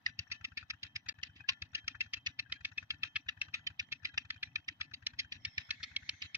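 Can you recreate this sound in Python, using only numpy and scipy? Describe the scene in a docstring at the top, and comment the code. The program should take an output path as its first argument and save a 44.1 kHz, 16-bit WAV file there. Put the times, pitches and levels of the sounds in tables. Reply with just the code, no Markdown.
"""Open fields, where a single-cylinder diesel drives a water pump at just under eight firings a second.
Each firing is a sharp, ringing exhaust chuff with a short scatter off the ground and a low thud;
loose metal rattles in between. The recorder drops out for an instant, then the engine misfires once,
sags a little and picks up. A slightly faster engine thumps farther off, drifting through the beat.
Near the end a thin, whistling hiss comes up."""
import sys
import numpy as np
from scipy import signal
from scipy.fft import rfft, irfft
from scipy.io import wavfile

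SR = 44100
rng = np.random.default_rng(int(sys.argv[2]) if len(sys.argv) > 2 else 0)


def store_wav(level_fs):
    """Save 16-bit WAV to argv[1]."""
    pcm = np.round(np.clip(np.atleast_2d(level_fs), -1, 1) * 32767)
    wavfile.write(sys.argv[1], SR, pcm.T.astype(np.int16))


N = 280917
TIME = np.arange(N) / SR
LEAD_S = .03  # a stroke's sound starts this long before its centre
AGE = np.arange(int(SR / 6)) / SR - LEAD_S  # seconds from the centre of a stroke
FREQ = np.abs(np.fft.fftfreq(4096, 1 / SR)) + 1
RUNNING = (TIME < 1.127) | (TIME > 1.1425)  # false while the recorder stalls

# Modes of the silencer and casing. Each row: pitch in Hz, relative level in dB, T60 in seconds.
CASING_MODES = [(1180, -28.5, 0.025), (1410, -9, 0.25), (1770, 1.5, 0.09), (1765, 6.5, 0.26),
                (1970, -2, 0.39), (2584, 1.5, 0.16), (3130, 4.5, 0.32), (3850, -8, 0.17), (5700, -4, 0.18),
                (6440, -18.5, 0.2), (7730, -28.5, 0.049), (8350, -38, 0.013)]


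def pump_engine():
    """A chuff and a thud per firing; each chuff sits a little differently between left and right."""
    # Governed speed. Each row: time in seconds, firings per second.
    speed = [(0, 7.811), (1, 7.799), (1.4, 7.706), (2.4, 7.801), (4.3, 7.906), (5.2, 7.812), (6.37, 7.785)]
    # Drift of the exhaust note. Each row: time in seconds, level in dB, strongest ring in Hz,
    # extra body below 2 kHz in dB, extra edge above 4 kHz in dB.
    exhaust_note = [(0, -34, 2740, 19.5, 8.5), (.5, -34.5, 2650, 6.5, 2), (1.051, -33, 2740, 9, 6.5),
                    (2.002, -30, 2655, 6, 2), (2.5, -32.5, 2770, 5.5, 1.5), (3.148, -29, 2527, 5, -2),
                    (3.95, -28.5, 2546, 6, -3), (4.35, -32, 2640, 15, 0), (4.8, -33, 2620, 5.5, -2.5),
                    (5.1, -32, 2790, 0.5, 7), (5.5, -30, 2220, 8.5, 2.5), (6.37, -31.5, 2230, -0.5, 0)]
    # Hard and soft firings, one a misfire. 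Each row: time in seconds, accent in dB.
    odd_firings = [(.06, 7.5), (.32, 1.5), (.83, -4.5), (1.36, -24.5), (1.49, 8.5), (1.62, -4), (1.75, 2),
                   (2.01, 4), (2.27, 2.5), (4.18, 4), (4.56, 5.5), (4.94, -8), (5.2, 2.5), (5.33, -6),
                   (5.84, -6), (5.97, 2), (6.22, -6)]
    out = np.zeros((2, N))
    times, *drift = np.transpose(exhaust_note)
    for s in firings(speed, first_s=.0647):
        db, ring_hz, body_db, edge_db = (np.interp(s, times, column) for column in drift)
        chance = rng.standard_normal(7)  # no two firings burn alike
        extra_db = accent(s, odd_firings) + 1.32 * chance[0]
        db = db + extra_db
        exhaust = chuff(db, ring_hz * (1 + .029 * chance[1]),
                        body_db + 2 * chance[2], edge_db + 2 * chance[3],
                        spread_ms=2.185 * np.exp(.26 * chance[4] - .015 * extra_db),  # harder is shorter
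                        tail_db=-39.5 + .6 * db + 4.5 * chance[5])  # partly follows the burst
        add(out, s, delay_left(exhaust, lag_ms=.12 + .05 * chance[6]))
        add(out, s, delay_left([thud()] * 2, lag_ms=.21))
    return out


def chuff(db, ring_hz, body_db, edge_db, spread_ms, tail_db):
    """Gas bursts from the exhaust in ragged spurts, rings the metal and scatters off banks and crops."""
    # Tone of the exhaust burst. Each row: frequency in Hz, gain in dB.
    burst_eq = [(450, -56), (900, -33), (1100, -33), (1300, -12), (1550, -24.5), (1750, -1.5), (2620, 4.5),
                (3950, -0.5), (4350, -5.5), (4850, -2.5), (6000, -12), (6900, -28), (8400, -48),
                (9200, -67)]
    # Tone of the ground echoes. Each row: frequency in Hz, gain in dB.
    ground_eq = [(450, -30), (900, -19), (1300, -14), (1800, 4), (2200, -3.5), (2600, 9), (3000, -8),
                 (3900, -0.5), (5500, -16), (6500, -20), (8000, -41), (9000, -67.5)]
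    progress = 1000 * AGE / spread_ms
    valve = np.where(progress > -2.1, 1, .3)  # a faint leak, then it cracks open
    gust = valve * (np.exp(-(progress / 2.2) ** 2) + .13 * swell(rise_s=.0042, fall_s=.0052))
    gas = noise(apart=.017) * gust * undb(2 * walk(rate=2200, size=len(AGE)))
    shelves = np.interp(FREQ, [1900, 2400, 3800, 4500], [body_db, 0, 0, edge_db])
    # One strong ring, with random peaks and notches that change at each chuff.
    peaks = 8 / (1 + ((FREQ - ring_hz) / 110) ** 2) + 3.4 * ripple(step_hz=170)
    burst = level(colour(gas, spectrum(burst_eq) + shelves + peaks), db, span_s=.0075)
    metal = level(casing_ring(gas), tail_db - 1, span_s=.03)
    # Nearby ground returns grainy echoes within about 50 ms.
    cutoff = 1 / (1 + np.exp((AGE - .046) / .0027))
    echoes = noise(apart=.88) * swell(rise_s=.0056, fall_s=.048) * cutoff
    echoes *= undb(3.5 * walk(rate=300, size=len(AGE)))
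    ground = spectrum(ground_eq) + 3 * ripple(step_hz=220)
    return burst + metal + level(colour(echoes, ground), tail_db + 1, span_s=.05)


def casing_ring(push, scatter_db=4, detune=.012):
    """The metal rings in its modes, struck a little differently each time."""
    hz, db, t60 = np.transpose(CASING_MODES)[:, :, None]
    chance = rng.standard_normal((2, len(hz), 1))
    modes = undb(db + scatter_db * chance[0]) * mode(hz * (1 + detune * chance[1]), t60)
    return ring(push, modes.sum(axis=0))


def thud():
    """The firing kicks the block, the exhaust slug follows, and the valve gear knocks just after."""
    chance = rng.standard_normal(6)
    kick = undb(-56.5 + 1.3 * chance[0]) * throb(235 * (1 + .033 * chance[1]), .002, delay_s=-.0036)
    slug = undb(-60 + .45 * chance[2]) * throb(hz=82, width_s=.011, delay_s=.0096)
    knock_s = .037 + .0022 * chance[5]
    knock = undb(-63 + 2 * chance[3]) * throb(262 * (1 + .06 * chance[4]), .0053, knock_s)
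    return kick + slug + knock


def rattle(taps_per_s=70, scatter_db=8):
    """Shaken metal: small random taps on each casing mode, and a few louder clanks and knocks."""
    # Clanks and knocks. Each row: time in seconds, pitch in Hz, level in dB. Most are loose parts; the one at
    # 1.403 s is a louder clack of the far engine, the one at 4.095 s a late knock of the near engine's valve.
    clanks = [(1.403, 2510, -53.5), (1.444, 1670, -55), (1.49, 1077, -48), (1.949, 1750, -50),
              (2.168, 2630, -52.5), (2.462, 1630, -59.5), (2.562, 1650, -58.5), (4.095, 1650, -57.5)]
    out = np.zeros((2, N))
    for hz, db, _ in CASING_MODES:
        taps = (rng.random((2, N)) < taps_per_s / SR) * undb(scatter_db * rng.standard_normal(N))
        out += undb(db) * ring(taps, mode(hz, t60=.036))
    out = level(out, db=-73, span_s=N / SR)
    for s, hz, db in clanks:
        add(out, s, clank(hz, db))
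    return out


def clank(hz, db):
    """A loose part touches down softly, chatters and rings for a moment."""
    chatter = 1 + 1.5 * walk(rate=1400, size=len(AGE))
    tap = np.exp(-(AGE / .003) ** 2) * np.cos(2 * np.pi * hz * AGE) * chatter
    return level(ring(tap, mode(hz, t60=.061))[0], db, span_s=.015)


def far_engine(clack_lead_s=.007):
    """Distance leaves a dull clack with the deep thump of the exhaust just behind it."""
    # Engine speed. Each row: time in seconds, firings per second.
    speed = [(0, 9.254), (1.5, 9.148), (3.8, 9.134), (5.4, 8.975), (6.37, 9.037)]
    # Heavy strokes. Each row: time in seconds, extra thump in dB.
    heavy_thumps = [(.21, 9.5), (1.63, 6), (2.29, 3.5), (3.71, 5), (5.48, 6), (5.59, 6), (6.26, 3.5)]
    # Tone of the clack. Each row: frequency in Hz, gain in dB.
    clack_eq = [(450, -25.5), (900, -10), (1150, -10.5), (1500, 9), (1900, 8.5), (2150, -19), (2550, 8.5),
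                (2900, -10.5), (3750, -10), (4300, -15), (7000, -22), (8200, -63)]
    out = np.zeros((2, N))
    for s in firings(speed, first_s=.0934):
        chance = rng.standard_normal(3)
        thump_db = -53 + accent(s, heavy_thumps) + .44 * chance[1]
        thump = throb(hz=90 * (1 + .068 * chance[0]), width_s=.0071)
        thump -= .29 * throb(hz=152.6, width_s=.0096)  # the pipe's second resonance sharpens the crests
        add(out, s, delay_left([undb(thump_db) * thump] * 2, lag_ms=.3))
        push = noise(apart=.57) * swell(rise_s=.002, fall_s=.0055)
        tone = spectrum(clack_eq) + 4 * ripple(step_hz=200)
        clack = level(colour(push, tone), db=-56.5 + 2.5 * chance[2], span_s=.012)
        add(out, s - clack_lead_s, delay_left(clack, lag_ms=.15))
    return out


def whistling_hiss():
    """A soft hiss with thin, mostly sinking whistles fills the gaps between the last beats."""
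    # Tone of the hiss. Each row: frequency in Hz, gain in dB.
    hiss_eq = [(1200, -21.5), (1800, 1.5), (2150, 10.5), (2700, -20), (3350, -3), (3900, -4), (4400, -5),
               (4900, -20.5), (5400, -8), (6200, -20.5), (7100, -19.5), (8500, -42.5), (15000, -50)]
    # Its fader curve. Each row: time in seconds, level in dB.
    fader = [(0, -90.5), (2.4, -107.5), (3.4, -94), (4.5, -89), (5.3, -84.5), (5.45, -73.5), (5.8, -59.5),
             (6.05, -63.5), (6.37, -69.5)]
    # Whistles. Each row: start and end in seconds, first and last pitch in Hz, relative level in dB.
    whistles = [(5.4, 5.721, 5400, 5300, -56), (5.449, 5.832, 3240, 3460, -60),
                (5.515, 5.794, 2240, 2050, -74), (5.677, 6.067, 6250, 6300, -73),
                (5.744, 6.369, 2200, 1967, -64), (5.996, 6.318, 6230, 6150, -60.5),
                (5.957, 6.316, 3670, 3400, -71)]
    out = level(colour(noise(apart=.82, size=N), spectrum(hiss_eq)), db=0, span_s=N / SR)
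    out *= undb(np.interp(TIME, *np.transpose(fader)) + 4.3 * walk(rate=19))
    for start, end, from_hz, to_hz, db in whistles:
        along = np.clip((TIME - start) / (end - start), 0, 1)
        phase = 2 * np.pi * np.cumsum(from_hz + (to_hz - from_hz) * along) / SR
        arch = np.sqrt(np.abs(np.sin(np.pi * along)))
        # An unsteady tone, a couple of hundred hertz wide.
        tone = np.array([walk(260) * np.cos(phase) + walk(260) * np.sin(phase) for _ in range(2)])
        out += undb(db) * arch * tone / 2.5
    return out


def field_air():
    """Low rumble, alike on both sides, under a faint wavering wash from the open land."""
    # Tone of the ambience. Each row: frequency in Hz, gain in dB.
    air_eq = [(25, -16.5), (70, -7.5), (110, 8.5), (200, -5.5), (270, -3), (430, -29), (750, -10.5),
              (1100, -14), (1750, -15.5), (2200, -29), (3400, -21), (6000, -34), (8500, -47), (15000, -35)]
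    rumble = signal.sosfilt(signal.butter(2, 450, fs=SR, output="sos"), noise(apart=.056, size=N))
    wash = signal.sosfilt(signal.butter(2, 450, "high", fs=SR, output="sos"), noise(apart=1, size=N))
    air = rumble * undb(4 * walk(rate=17)) + wash * undb(2 * walk(rate=15))
    return level(colour(air, spectrum(air_eq)), db=-70.5, span_s=N / SR)


def firings(speed, first_s):
    """Times at which an engine completes each cycle; the count pauses during the dropout."""
    cycles = np.cumsum(np.interp(TIME, *np.transpose(speed)) * RUNNING) / SR
    first_cycle = np.interp(first_s, TIME, cycles)
    return np.interp(np.arange(first_cycle, cycles[-1]), cycles, TIME)


def accent(s, table):
    """Extra dB for the stroke at time s, if the table lists one."""
    return sum(db for when, db in table if abs(when - s) < .05)


def throb(hz, width_s, delay_s=0):
    """A pressure wave only a few cycles long."""
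    t = AGE - delay_s
    return -np.cos(2 * np.pi * hz * t) * np.exp(-(t / width_s) ** 2 / 2)


def swell(rise_s, fall_s):
    """Envelope that grows into the centre of the stroke and dies away after it."""
    return np.exp(np.minimum(AGE / rise_s, -AGE / fall_s))


def mode(hz, t60):
    """One resonance, dying by 60 dB in t60 seconds."""
    t = AGE + LEAD_S
    return np.sin(2 * np.pi * hz * t) * np.exp(-np.log(1000) * t / t60)


def ring(push, response):
    """Sound a push through an impulse response."""
    return signal.fftconvolve(np.atleast_2d(push), response[None], axes=-1)[:, :push.shape[-1]]


def noise(apart, size=len(AGE)):
    """Stereo noise; apart is the share of power that the sides do not have in common."""
    white = rng.standard_normal((3, size))
    return np.sqrt(1 - apart) * white[0] + np.sqrt(apart) * white[1:]


def walk(rate, size=N):
    """A random wander that turns rate times a second."""
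    knots = rng.standard_normal(4096)
    return .93 * np.interp(np.arange(size) / SR * rate, np.arange(len(knots)), knots)


def ripple(step_hz):
    """Random peaks and notches across the spectrum."""
    knots = rng.standard_normal(512)
    return 1.135 * np.interp(FREQ / step_hz, np.arange(len(knots)), knots)


def spectrum(points):
    """Join (Hz, dB) points into an EQ curve on a log-frequency axis."""
    hz, db = np.transpose(points)
    return np.interp(np.log(FREQ), np.log(hz), db)


def colour(x, db):
    """Apply an EQ curve as a minimum-phase filter."""
    log_gain = np.conj(signal.hilbert(np.log(undb(db))))
    response = np.fft.ifft(np.exp(log_gain)).real[:len(FREQ) // 2]
    return ring(x, response)


def undb(db):
    """Decibels to gain."""
    return 10 ** (np.asarray(db) / 20)


def level(x, db, span_s):
    """Scale a sound so that its energy, spread over span_s, has this rms level."""
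    return x * undb(db) * np.sqrt(span_s * SR / np.sum(x ** 2, axis=-1, keepdims=True))


def delay_left(x, lag_ms):
    """Shift the left side of a stroke slightly against the right."""
    shift = np.exp(-2j * np.pi * np.fft.rfftfreq(len(AGE), 1 / SR) * lag_ms / 1000)
    return np.array([irfft(rfft(x[0]) * shift, len(AGE)), x[1]])


def add(out, s, sound):
    """Mix one stroke in with its centre at time s."""
    start = int((s - LEAD_S) * SR)
    a, b = max(start, 0), min(start + sound.shape[-1], N)
    if b > a:
        out[:, a:b] += sound[..., a - start:b - start]


def scene():
    """Both engines over the open field."""
    return pump_engine() + rattle() + far_engine() + field_air() + whistling_hiss()


def record(dry, top_hz=15400):
    """Each microphone port colours its side; the recorder mutes while it stalls, and cuts the top."""
    # The ports resonate at different pitches. 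Each row: frequency in Hz, left minus right in dB.
    port_balance = [(300, 1.5), (1000, 1), (1320, 14.5), (1750, 16), (2060, -10), (2450, 0.5), (2650, 13),
                    (3040, -7.5), (3550, 6.5), (4150, -9), (4650, 15.5), (5200, -6.5), (5650, 10),
                    (6450, 1), (7800, -5.5), (10000, 3)]
    ratio = undb(spectrum(port_balance)) ** 2
    shares = 2 * np.array([ratio, np.ones_like(ratio)]) / (1 + ratio)
    heard = np.vstack([colour(side[None], 10 * np.log10(share)) for side, share in zip(dry, shares)])
    return signal.sosfilt(signal.ellip(8, .2, 70, top_hz, fs=SR, output="sos"), heard * RUNNING)


dry = scene()
out = record(dry)
store_wav(out)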